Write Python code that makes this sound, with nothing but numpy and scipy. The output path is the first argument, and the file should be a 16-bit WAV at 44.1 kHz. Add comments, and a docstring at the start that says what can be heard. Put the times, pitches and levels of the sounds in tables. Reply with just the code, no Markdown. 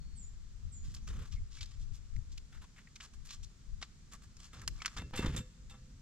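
"""Small birds feed at a metal tub on snowy ground: beaks and feet tap in cracks and rattles of tiny fractures that
stir damped metal modes, and scuffs of snow and seed are longer, lumpy showers of the same fractures.
A bird gives two thin gliding whistles among faint squeaks and flutters. Near the end one takes off: its wing beats
are pulses of air with rasping feathers, and its claws knock on metal, which rings as a sum of decaying modes.
Beneath lie a distant rumble, a soft hiss and a breeze, all filtered noise, that buffets two microphone ports."""
import sys
import numpy as np
from scipy import signal
from scipy.fft import rfft, irfft, next_fast_len
from scipy.io import wavfile
from scipy.ndimage import uniform_filter1d

SR = 44100
rng = np.random.default_rng(int(sys.argv[2]) if len(sys.argv) > 2 else 0)


def unload_wav(signal):
    """Save mono or channel-first audio to the path in sys.argv[1] as 16-bit WAV at rate SR, clipped to [-1, 1]."""
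    wavfile.write(
        sys.argv[1],
        SR,
        np.round(np.clip(np.atleast_2d(signal).T, -1, 1) * 32767).astype(np.int16),
    )


N = 265393
T = np.arange(N) / SR
SIZE = 16384  # samples in a filter design or a short event

# far rumble: (time [s], level [dB])
RUMBLE_LEVEL = [(0, -52), (.4, -60), (.9, -52.5), (1.5, -61.5), (2.7, -61), (3.4, -58), (5.5, -57),
                (5.8, -54)]
# breeze between gusts, before its left-right offset: (time [s], level [dB])
BREEZE_LEVEL = [(0, -47), (1.1, -52), (2.1, -50.5), (2.8, -67.5), (4.5, -62), (6, -73)]
# gusts striking the ports: (peak time [s], length [s], level [dB], left minus right [dB])
GUSTS = [(0.662, 0.033, -39.5, 8), (0.863, 0.074, -39.5, -4), (1.123, 0.19, -41, 2.5),
         (1.338, 0.054, -46, 24.5), (1.405, 0.071, -37, 0), (1.622, 0.05, -44.5, 7),
         (1.823, 0.092, -40, 7.5), (1.916, 0.051, -47, 24.5), (2.17, 0.065, -37, 12),
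         (2.348, 0.14, -45, 4.5), (2.583, 0.069, -47.5, 5), (3.21, 0.09, -47.5, 10),
         (3.416, 0.094, -46.5, 8.5), (3.738, 0.081, -42.5, 11), (4.737, 0.092, -43, 5.5),
         (5.673, 0.059, -50.5, 3)]
# thin calls: (time [s], starting pitch [Hz], settled pitch [Hz], level [dB], rise [s], fade [s])
THIN_CALLS = [(0.153, 8960, 6900, -52.5, 0.026, 0.1), (0.716, 8000, 6790, -51.5, 0.012, 0.073)]
# faint squeaks and far whistles: (time [s], length [s], pitch [Hz], relative level [dB], pitch spread [Hz])
PEEPS = [(0, .19, 4420, -77.5, 40), (1.014, 0.16, 6200, -73, 180), (1.356, 0.039, 2170, -70, 200),
         (1.579, 0.032, 2340, -65.5, 250), (4.798, 0.017, 2260, -54.5, 252)]
# flutters of small wings: (time [s], length [s], level [dB], resonance [Hz], resonance height [dB])
FLUTTERS = [(1.068, 0.18, -59, 1230, 8), (2.519, 0.055, -62, 1600, 9), (2.612, 0.031, -59.5, 990, 10),
            (2.758, 0.046, -62, 1990, 9)]
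# wing beats pushing air: (time [s], peak level [dB], width of the push [s], swish relative to push [dB])
WING_BEATS = [(4.983, -39, 0.007, -17), (5.021, -38.5, 0.0013, -3), (5.14, -38, 0.018, -1.5),
              (5.195, -29, 0.00083, -3.5), (5.2486, -24.5, 0.0014, -10), (5.267, -33, 0.0025, -2),
              (5.281, -31.5, 0.0097, -12), (5.299, -30.5, 0.002, -10), (5.349, -30, 0.0017, -9.5),
              (5.407, -34.5, 0.0015, -29)]
# flurries of wings that stir a draught: (time [s], length [s], level [dB])
FLURRIES = [(1.068, 0.15, -44.5), (4.523, 0.21, -52), (4.942, 0.12, -46), (5.163, 0.23, -39.5)]
# claws on metal: (time [s], length [s], level [dB], low tone [dB], top tone [dB], ring [dB], strongest ring [Hz])
KNOCKS = [(4.531, 0.0088, -52, 14, 1, -59, 3600), (4.980, 0.0029, -39.5, 10, -7, -43.5, 2620),
          (5.135, 0.017, -45, 10.5, -26, -49, 630), (5.156, 0.034, -46, 7, 5, -53, 4800),
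          (5.174, 0.01, -41.5, -2, -14, -36, 2580), (5.203, 0.032, -46.5, 13.5, -7, -49, 510),
          (5.223, 0.011, -41.5, 16, -10, -52, 1120), (5.258, 0.0042, -36, 9.5, -12, -50, 3500),
          (5.277, 0.12, -53.5, 11.5, -6, -81, 2000), (5.363, 0.0063, -38, 4, 2, -44, 7400),
          (5.369, 0.0059, -49.5, 7, 5, -45.5, 3600), (5.696, 0.012, -57.5, -4, -3, -52.5, 3700),
          (5.708, 0.044, -65, 16, -5, -58.5, 1360)]
# modes of the metal, undamped: (frequency [Hz], level [dB], 60 dB decay time [s])
METAL_MODES = [(508, 3, 0.8), (804, 3.5, 0.098), (954, 6.5, 0.057), (1180, 2.5, 0.16), (1330, -5.5, 0.31),
               (1705, -4.5, 0.36), (2120, -7, 0.2), (2700, -5, 0.27), (3570, 0, 0.1), (3597, -0.5, 0.12),
               (7940, 5, 0.084), (7420, 8, 0.16)]
# scuffs in snow and seed: (time [s], length [s], level [dB], low tone [dB], top tone [dB])
SCUFFS = [(0.824, 0.11, -64.5, 5, -5.5), (0.937, 0.019, -57, 11, 6), (0.963, 0.0045, -52, 3, -20),
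          (1.071, 0.021, -53.5, 10, -3), (1.251, 0.029, -63, 16, 1), (1.311, 0.039, -58.5, 3, -17),
          (1.504, 0.098, -60, -1, -13), (1.607, 0.025, -52, 0.5, -16), (1.64, 0.12, -67, 2, -17),
          (1.787, 0.05, -66, -5, -9), (1.93, 0.045, -62.5, -1, -3), (2.316, 0.014, -59.5, -14, -8),
          (3.012, 0.048, -55, 12.5, -3.5), (3.134, 0.011, -62, 16.5, 4), (3.247, 0.032, -59, 12, 6),
          (3.282, 0.045, -55.5, -3, -19), (3.318, 0.029, -51, -1, -9), (3.428, 0.016, -53, -12, -11),
          (3.811, 0.025, -53, 12.5, -9), (4.114, 0.035, -53.5, 19, 3.5), (4.215, 0.032, -64, 19, 6),
          (4.382, 0.096, -59.5, 6.5, -6), (4.517, 0.093, -60.5, 18, -8), (4.609, 0.033, -60, 24, -3),
          (4.715, 0.26, -64, 18, -4), (4.962, 0.021, -45, 18, -7)]
# taps of beaks and feet: (time [s], contact length [s], strength [dB], resonance [Hz], resonance height [dB],
# low tone [dB], top tone [dB])
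PECKS = [(0.946, .004, -25.5, 4660, 10, -7, 3), (1.07, 0.0063, -33, 2620, 12, -2, 0),
         (1.322, .006, -33.5, 2800, 18.5, -9, 1), (1.57, .003, -32, 1410, 25, -4, -8),
         (1.607, 0.0058, -21, 3800, 11, 5, -13), (1.629, 0.0021, -21.5, 3930, 12, 3, -9),
         (1.658, .003, -30, 4700, 5, -2, -12), (2.1635, 0.00093, -32, 1790, 14.5, -4, -16),
         (2.374, 0.0073, -26, 3660, 7, 1, -10), (2.871, .004, -35.5, 2240, 16, 18, -20),
         (2.955, 0.009, -23.5, 5600, 7.5, 9.5, -11), (3.002, 0.0018, -30, 1480, 14, 10, -17),
         (3.0054, .003, -20.5, 3000, 7, 2, -25), (3.306, .004, -18.5, 4800, 8, 13.5, -8),
         (3.824, 0.0032, -27.5, 745, 29.5, 2, -22), (3.8256, 0.0032, -15, 4280, 13.5, 15.5, -22),
         (4.368, 0.0025, -33.5, 5400, 11, 14, 0), (4.615, 0.0044, -28, 1620, 13, 11, 3),
         (4.6772, 0.0011, -8, 5200, 7.5, 18, 6.5), (4.818, 0.0035, -15.5, 1290, 5, 12.5, -23),
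         (4.848, 0.0024, -16.5, 2280, 10, 15, -33), (4.859, 0.001, -5.5, 1370, 17.5, -5, -14.5),
         (4.8618, 0.0015, -14.5, 2670, 2, -5, -10), (4.879, 0.0014, -18.5, 2500, 2, 13, -30)]
# spectrum of the far rumble: (frequency [Hz], relative density [dB])
RUMBLE_SPECTRUM = [(10, -4.5), (40, 7), (90, -2.5), (160, -4.5), (230, -10), (300, -24), (450, -30.5),
                   (800, -58.5), (2000, -62)]
# spectrum of the soft hiss: (frequency [Hz], relative density [dB])
HISS_SPECTRUM = [(250, 7), (450, 2), (600, -3.5), (850, -4), (1200, 0.5), (1800, -1.5), (2800, -4),
                 (4500, -1), (7300, 0.5), (9000, -13), (12500, -24), (15500, -30.5)]
# spectrum of the large swirls of wind: (frequency [Hz], relative density [dB])
BUFFET_SPECTRUM = [(8, -7.5), (25, 4), (48, -0.5), (85, -6.5), (140, -18.5), (250, -49), (2000, -115)]
# spectrum of the small eddies of wind: (frequency [Hz], relative density [dB])
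EDDY_SPECTRUM = [(30, -16), (70, -1), (130, 5), (220, -16.5), (500, -61.5), (2500, -110)]
# spectrum of the draught from wings: (frequency [Hz], relative density [dB])
DRAUGHT_SPECTRUM = [(10, -33), (45, 12), (110, 6), (180, -1), (300, -12.5), (550, -19), (1000, -68),
                    (3000, -44), (12000, -67)]
# spectrum of rasping feathers: (frequency [Hz], relative density [dB])
SWISH_SPECTRUM = [(40, 10), (150, 3.5), (300, 6), (600, -8), (950, -9), (2000, -10), (6000, -24),
                  (15000, -41)]
# spectrum of claws scraping and wings rustling: (frequency [Hz], relative density [dB])
SCRAPE_SPECTRUM = [(100, 11), (500, -8.5), (850, -4.5), (1300, 1.5), (2400, 3.5), (3500, 8), (4300, 3),
                   (7500, 5), (9000, -6), (12500, -9), (15500, -31)]
# spectrum of crushed snow and seed: (frequency [Hz], relative density [dB])
CRUNCH_SPECTRUM = [(100, -9), (500, -23.5), (850, -18), (1250, -2.5), (2200, -2.5), (3500, 4), (5500, 8),
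                   (7500, 6.5), (9000, -4.5), (12500, -14), (15500, -20)]
# spectrum of a sharp tap: (frequency [Hz], relative density [dB])
SNAP_SPECTRUM = [(100, -22), (500, -21.5), (800, -18.5), (1200, -5), (2200, 3), (3500, 4.5), (5500, 9.5),
                 (7500, 10.5), (9000, -0.5), (12500, -3.5), (15500, -30)]
# tone balance of the port pair: (frequency [Hz], left minus right [dB])
PORT_BALANCE = [(100, 0.16), (500, -2), (2500, 1.9), (4500, 1.8), (6500, 0.2), (8200, -6), (12000, -8),
                (15000, -9)]
# likeness of the ports for most sounds: (frequency [Hz], likeness [0-1])
NEAR_SAME = [(100, 0.99), (500, 0.95), (2500, 0.83), (5000, 1), (7000, 0.17), (12000, 0.046)]
# likeness of the ports for the hiss: (frequency [Hz], likeness [0-1])
FAR_SAME = [(100, 0.26), (1500, 0.18), (5000, .35), (9000, 0.16), (15000, 0.041)]

EDGE_HZ = 15700  # upper band limit
PORT_LAG_MS = 0.052  # the left port hears later
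BREEZE_LEFT_DB = 8  # the breeze favours the left port
CALL_S, SLIDE_S = 0.084, 0.024  # time until a call turns up, time constant of its settling pitch
LIFT_HZ_PER_S, LIFT_S = 12000, 0.04  # speed and length of the upturn
QUAVER = 0.005  # rms share by which the pitch of a call wavers
FLUTTER_PER_S, FLUTTER_DB = 32, 3.5  # nominal rate and depth of the beats in a flutter
RASP_S = 0.005  # time constant of the rasp on either side of a downstroke
DRAUGHT_RISE_S, DRAUGHT_FALL_S = 0.034, 0.027
MODE_SPLIT = 0.01  # each knocked mode is a close pair that beats
CLUMP_DB, CLUMP_S = 2.5, 0.004  # rms depth and duration of the lumps in a contact
SCUFF_RISE = 0.25  # share of its length over which a scuff presses in


def amp(db):
    """Definition of the decibel: level to amplitude gain."""
    return 10 ** (np.asarray(db) / 20)


def evened(x):
    """Normalisation to unit rms."""
    return x / np.sqrt(np.mean(x ** 2) + 1e-30)


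def read(points, hz):
    """Linear interpolation on a logarithmic frequency axis."""
    f, value = np.transpose(points)
    return np.interp(np.log(hz + 1), np.log(f), value)


def level(curve):
    """Interpolation of a decibel curve to a gain for every sample."""
    return amp(np.interp(T, *np.transpose(curve)))


def add(mix, s, sound):
    """Superposition: lays a sound into the mix at time s."""
    part = mix[:, max(round(s * SR), 0):][:, :sound.shape[-1]]
    part += sound[..., :part.shape[1]]


def colour(x, spectrum, low_db=0, top_db=0, peak_hz=1000, peak_db=0):
    """Minimum-phase filtering at unit energy: a spectrum, two tone shelves and one broad resonance."""
    hz = np.fft.rfftfreq(SIZE, 1 / SR)
    db = read(spectrum, hz)
    db += low_db / (1 + (hz / 2200) ** 4)
    db += top_db * (1 - 1 / (1 + (hz / 7500) ** 4))
    db += peak_db / (1 + ((hz / peak_hz - 1) / 0.3) ** 2)
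    # folding the cepstrum makes the response causal
    cepstrum = irfft(np.log(amp(db)))[:SIZE // 2]
    cepstrum[0] = 0
    response = irfft(np.exp(rfft(2 * cepstrum, SIZE)))[:SIZE // 4]
    response = response / np.linalg.norm(response)
    return signal.fftconvolve(x, response[None], axes=1)[:, :x.shape[1]]


def ports(pair, same, shade=1):
    """Partial coherence: blends two signals into a left and right partly alike; the left is delayed."""
    size = next_fast_len(pair.shape[1] + 256)
    hz = np.fft.rfftfreq(size, 1 / SR)
    a, b = rfft(pair, size)
    angle = np.arccos(np.clip(read(same, hz), 0, 1)) / 2
    side = amp(shade * read(PORT_BALANCE, hz) / 2)
    lag = np.exp(-2j * np.pi * hz * PORT_LAG_MS / 1000)
    left = (a * np.cos(angle) + b * np.sin(angle)) * side * lag
    right = (a * np.cos(angle) - b * np.sin(angle)) / side
    return irfft(np.array([left, right]), size)[:, :pair.shape[1]]


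def stroke(length, fall, rise=0.0011):
    """Contact envelope: linear rise, hold until length, then exponential decay."""
    t = np.arange(SIZE) / SR
    return np.minimum(t / rise, 1) * np.exp(-np.maximum(t - length, 0) / fall)


def clumps():
    """Stick and slip: snow and claws give way in fits and starts, a lumpy random gain."""
    return amp(CLUMP_DB * evened(uniform_filter1d(rng.standard_normal(SIZE), int(CLUMP_S * SR))))


def grains(envelope, per_s, spread_db, count=8):
    """Random impulse shower: tiny fractures of uneven size in separate pitch bands, at unit energy."""
    shape = (count, 2, len(envelope))
    size = amp(spread_db * np.minimum(rng.exponential(1, shape[::2]), 3))
    size *= rng.random(shape[::2]) < per_s / SR
    # 0.47 is a floor of noise between the fractures
    trains = envelope * (size[:, None] + 0.47) * rng.standard_normal(shape)
    hz = np.fft.rfftfreq(len(envelope), 1 / SR)
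    band = np.interp(np.log1p(hz), np.log([800, 12000]), [0, count - 1])
    weight = np.cos(np.pi / 2 * np.clip(band - np.arange(count)[:, None], -1, 1))
    x = irfft((rfft(trains) * weight[:, None]).sum(0))[:, :len(envelope) * 3 // 4]
    return x / np.linalg.norm(x, axis=1, keepdims=True)


def steady(spectrum, smooth):
    """Running rms normalisation: two unrelated noises with their own slow swells evened out."""
    x = colour(rng.standard_normal((2, N + SIZE)), spectrum)[:, SIZE:]
    return x / np.sqrt(uniform_filter1d(x ** 2, int(smooth * SR) + 1, axis=1) + 1e-12)


def echoes(x, t60):
    """Diffuse reverberation: a thin tail of exponentially decaying noise, different at each port."""
    t = np.arange(SR // 2) / SR
    tail = rng.standard_normal((2, len(t))) * amp(-60 * t / t60) * (t > 0.006)
    return signal.fftconvolve(x, tail / np.linalg.norm(tail[0]), axes=1)[:, :N]


def background(hiss_db=-68):
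    """Stationary noise: an even hiss, and a far rumble of slowly changing level."""
    hiss = ports(colour(rng.standard_normal((2, N)), HISS_SPECTRUM), FAR_SAME, shade=0.95)
    rumble = ports(steady(RUMBLE_SPECTRUM, smooth=0.17), NEAR_SAME)
    return amp(hiss_db) * hiss + level(RUMBLE_LEVEL) * rumble


def breeze(eddy_db=-41, strong_db=-30, eddy_growth=0.85):
    """Turbulent pressure: gusts buffet each port on its own; small eddies grow faster than large ones."""
    side = np.array([[0.5], [-0.5]])
    power = (level(BREEZE_LEVEL) * amp(side * BREEZE_LEFT_DB)) ** 2
    for s, length, db, left_db in GUSTS:
        power = power + amp(db + side * left_db) ** 2 * np.exp(-(2 * (T - s) / length) ** 2)
    force = np.sqrt(power)
    eddy_force = (force / amp(strong_db)) ** (1 + eddy_growth)
    small = amp(eddy_db) * steady(EDDY_SPECTRUM, smooth=0.032) * eddy_force
    return steady(BUFFET_SPECTRUM, smooth=0.071) * force + small


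def peeps():
    """Frequency modulation: short narrow squeaks with a randomly unsteady pitch."""
    out = np.zeros((2, N))
    for s, length, hz, db, width in PEEPS:
        count = int(length * SR)
        pitch = hz + width / 2 * evened(uniform_filter1d(rng.standard_normal(SIZE), 40))[:count]
        swell = signal.windows.tukey(count, min(0.02 / length, 1))
        add(out[:1], s, 2 * amp(db) * np.sin(2 * np.pi * np.cumsum(pitch) / SR) * swell)
    return ports(out, NEAR_SAME)


def calls(echo_db=-1, echo_t60=0.26):
    """Gliding tones: thin whistles drop fast, settle and turn up as they fade, smeared by echoes from trees."""
    out, t = np.zeros((2, N)), np.arange(SIZE) / SR
    for s, start_hz, end_hz, db, rise, fade in THIN_CALLS:
        quaver = 1 + QUAVER * evened(uniform_filter1d(rng.standard_normal(SIZE), size=45))
        pitch = end_hz + (start_hz - end_hz) * np.exp(-t / SLIDE_S)
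        pitch += LIFT_HZ_PER_S * np.maximum(t - CALL_S, 0)
        voice = stroke(rise, fade, rise) * stroke(CALL_S + LIFT_S, fall=0.006)
        add(out[:1], s, amp(db) * voice * np.sin(2 * np.pi * np.cumsum(pitch * quaver) / SR))
    return ports(out, NEAR_SAME) + amp(echo_db) * echoes(out[:1], echo_t60)


def flutters(low_db=8, top_db=-2):
    """Amplitude modulation: small wings and feet rustle in quick uneven beats around one resonance."""
    out = np.zeros((2, N))
    for s, length, db, hz, peak_db in FLUTTERS:
        turns = np.cumsum(FLUTTER_PER_S * clumps()) / SR
        beats = stroke(length, fall=0.012, rise=0.011) * amp(FLUTTER_DB * np.sin(2 * np.pi * turns))
        whirr = colour(grains(beats, per_s=400, spread_db=5), SCRAPE_SPECTRUM, low_db, top_db, hz, peak_db)
        add(out, s, amp(db) * np.sqrt(length * SR) * whirr)
    return ports(out, NEAR_SAME)


def draught():
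    """Envelope of stirred air: it builds with each flurry of wings, holds, and dies away."""
    return sum(amp(db) * np.clip((T - s) / DRAUGHT_RISE_S, 0, 1)
               * np.exp(-np.maximum(T - s - length, 0) / DRAUGHT_FALL_S)
               for s, length, db in FLURRIES)


def wings():
    """Displacement of air: each downstroke is a push and suck with a rasp of feathers, beside a draught."""
    out, lead = np.zeros((2, N)), 0.03  # each beat starts this many seconds before its peak
    t = np.arange(SIZE // 2) / SR - lead
    for s, db, width, swish_db in WING_BEATS:
        rasp = grains(np.exp(-abs(t) / RASP_S), per_s=900, spread_db=5)
        beat = amp(swish_db) * np.sqrt(RASP_S * SR) * colour(rasp, SWISH_SPECTRUM)
        push = (1 - (t / width) ** 2) * np.exp(-(t / width) ** 2 / 2)
        beat[0] += push[:beat.shape[1]]
        add(out, s - lead, amp(db) * beat)
    return ports(out + steady(DRAUGHT_SPECTRUM, smooth=0.066) * draught(), NEAR_SAME)


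def knocks(focus_db=14):
    """Modal excitation: scraping claws are heard directly and jolt the metal, mostly in modes near one pitch."""
    out, t = np.zeros((2, N)), np.arange(SR) / SR
    for s, length, db, low_db, top_db, ring_db, spot_hz in KNOCKS:
        scrape = grains(stroke(length, fall=0.017) * clumps(), per_s=800, spread_db=4)
        direct = colour(scrape, SCRAPE_SPECTRUM, low_db, top_db)
        add(out, s, amp(db) * np.sqrt(length * SR) * direct)
        ring = np.zeros(SR)
        for hz, mode_db, t60 in METAL_MODES:
            decay = amp(mode_db - focus_db * abs(np.log2(hz / spot_hz)) - 60 * t / t60)
            tone = np.sin(2 * np.pi * (hz * t + rng.random()))
            twin = np.sin(2 * np.pi * (hz * (1 - MODE_SPLIT) * t + rng.random()))
            ring += decay * (tone + 0.5 * twin)
        chatter = signal.fftconvolve(scrape[0], ring)[:SR]
        add(out[:1], s, amp(ring_db) * (0.85 * ring * np.minimum(t / 0.0017, 1) + 0.5 * chatter))
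    return ports(out, NEAR_SAME)


def crumbs(db=-51, per_s=16, start=0.75):
    """Random point events: from the start time on, stray seeds and husks tick here and there."""
    ticks = np.tanh(rng.standard_normal((2, N))) * (rng.random(N) < per_s / SR) * (T > start)
    ticks = ticks + echoes(ticks, t60=0.015)
    return amp(db) * ports(colour(ticks, CRUNCH_SPECTRUM, top_db=-26), NEAR_SAME)


def tub_ring(x, ring_db=-13, damping=7, tilt_db=-5):
    """Damped modes: pecks and steps stir the metal too, but it is choked and dies quickly."""
    t = np.arange(SR // 4) / SR
    ring = sum(amp(db + tilt_db * abs(np.log2(hz / 1200)) - 60 * damping * t / t60)
               * np.sin(2 * np.pi * hz * t)
               for hz, db, t60 in METAL_MODES[1:])
    return amp(ring_db) * signal.fftconvolve(x, ring[None] / np.linalg.norm(ring), axes=1)[:, :N]


def scuffs():
    """Granular fracture: feet and feathers crush snow crystals and shift the seed."""
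    out = np.zeros((2, N))
    for s, length, db, low_db, top_db in SCUFFS:
        press = stroke(0.9 * length, fall=0.012, rise=SCUFF_RISE * length)
        crush = grains(press * clumps(), per_s=400, spread_db=5)
        add(out, s, amp(db) * np.sqrt(length * SR) * colour(crush, CRUNCH_SPECTRUM, low_db, top_db))
    return ports(out, NEAR_SAME)


def taps(fall=0.0042, clean_s=0.0018, rise_share=0.51):
    """Impact: a crack and a brief rattle of husk, seed and tub; shorter contacts crack more cleanly."""
    out = np.zeros((2, N))
    # dispersion spreads the crack over a millisecond, treble first
    delay = np.interp(np.fft.rfftfreq(512, 1 / SR), [0, 9000], [0.0013, 0.0002])
    snap = irfft(np.exp(-2j * np.pi * np.cumsum(delay) * SR / 512))[:128]
    for s, length, db, hz, peak_db, low_db, top_db in PECKS:
        crack = np.exp(-length / clean_s)  # share of the energy
        contact = stroke(length, fall, rise_share * length)[:SIZE // 2]
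        hit = np.sqrt(1 - crack) * grains(contact, per_s=4500, spread_db=5)
        add(hit[:1], 0, np.sqrt(crack) * snap)
        add(out, s, amp(db) * colour(hit, SNAP_SPECTRUM, low_db, top_db, hz, peak_db))
    return ports(out, NEAR_SAME)


def scene(wet_db=-22, tap_ring_db=-8):
    """Superposition of sources: birds close by, over snow that gives little back."""
    pecks, steps = taps(), scuffs()
    tub = tub_ring(amp(tap_ring_db) * pecks + steps)
    near = pecks + steps + tub + crumbs() + knocks() + flutters() + peeps()
    return near + amp(wet_db) * echoes(near, t60=1.0) + wings() + calls() + breeze() + background()


def record(dry):
    """Band limitation: a linear-phase low-pass filter, as in a recorder."""
    low_pass = signal.firwin(511, EDGE_HZ, window=("kaiser", 9), fs=SR)
    return signal.oaconvolve(dry, low_pass[None], "same")


dry = scene()
out = record(dry)
unload_wav(out)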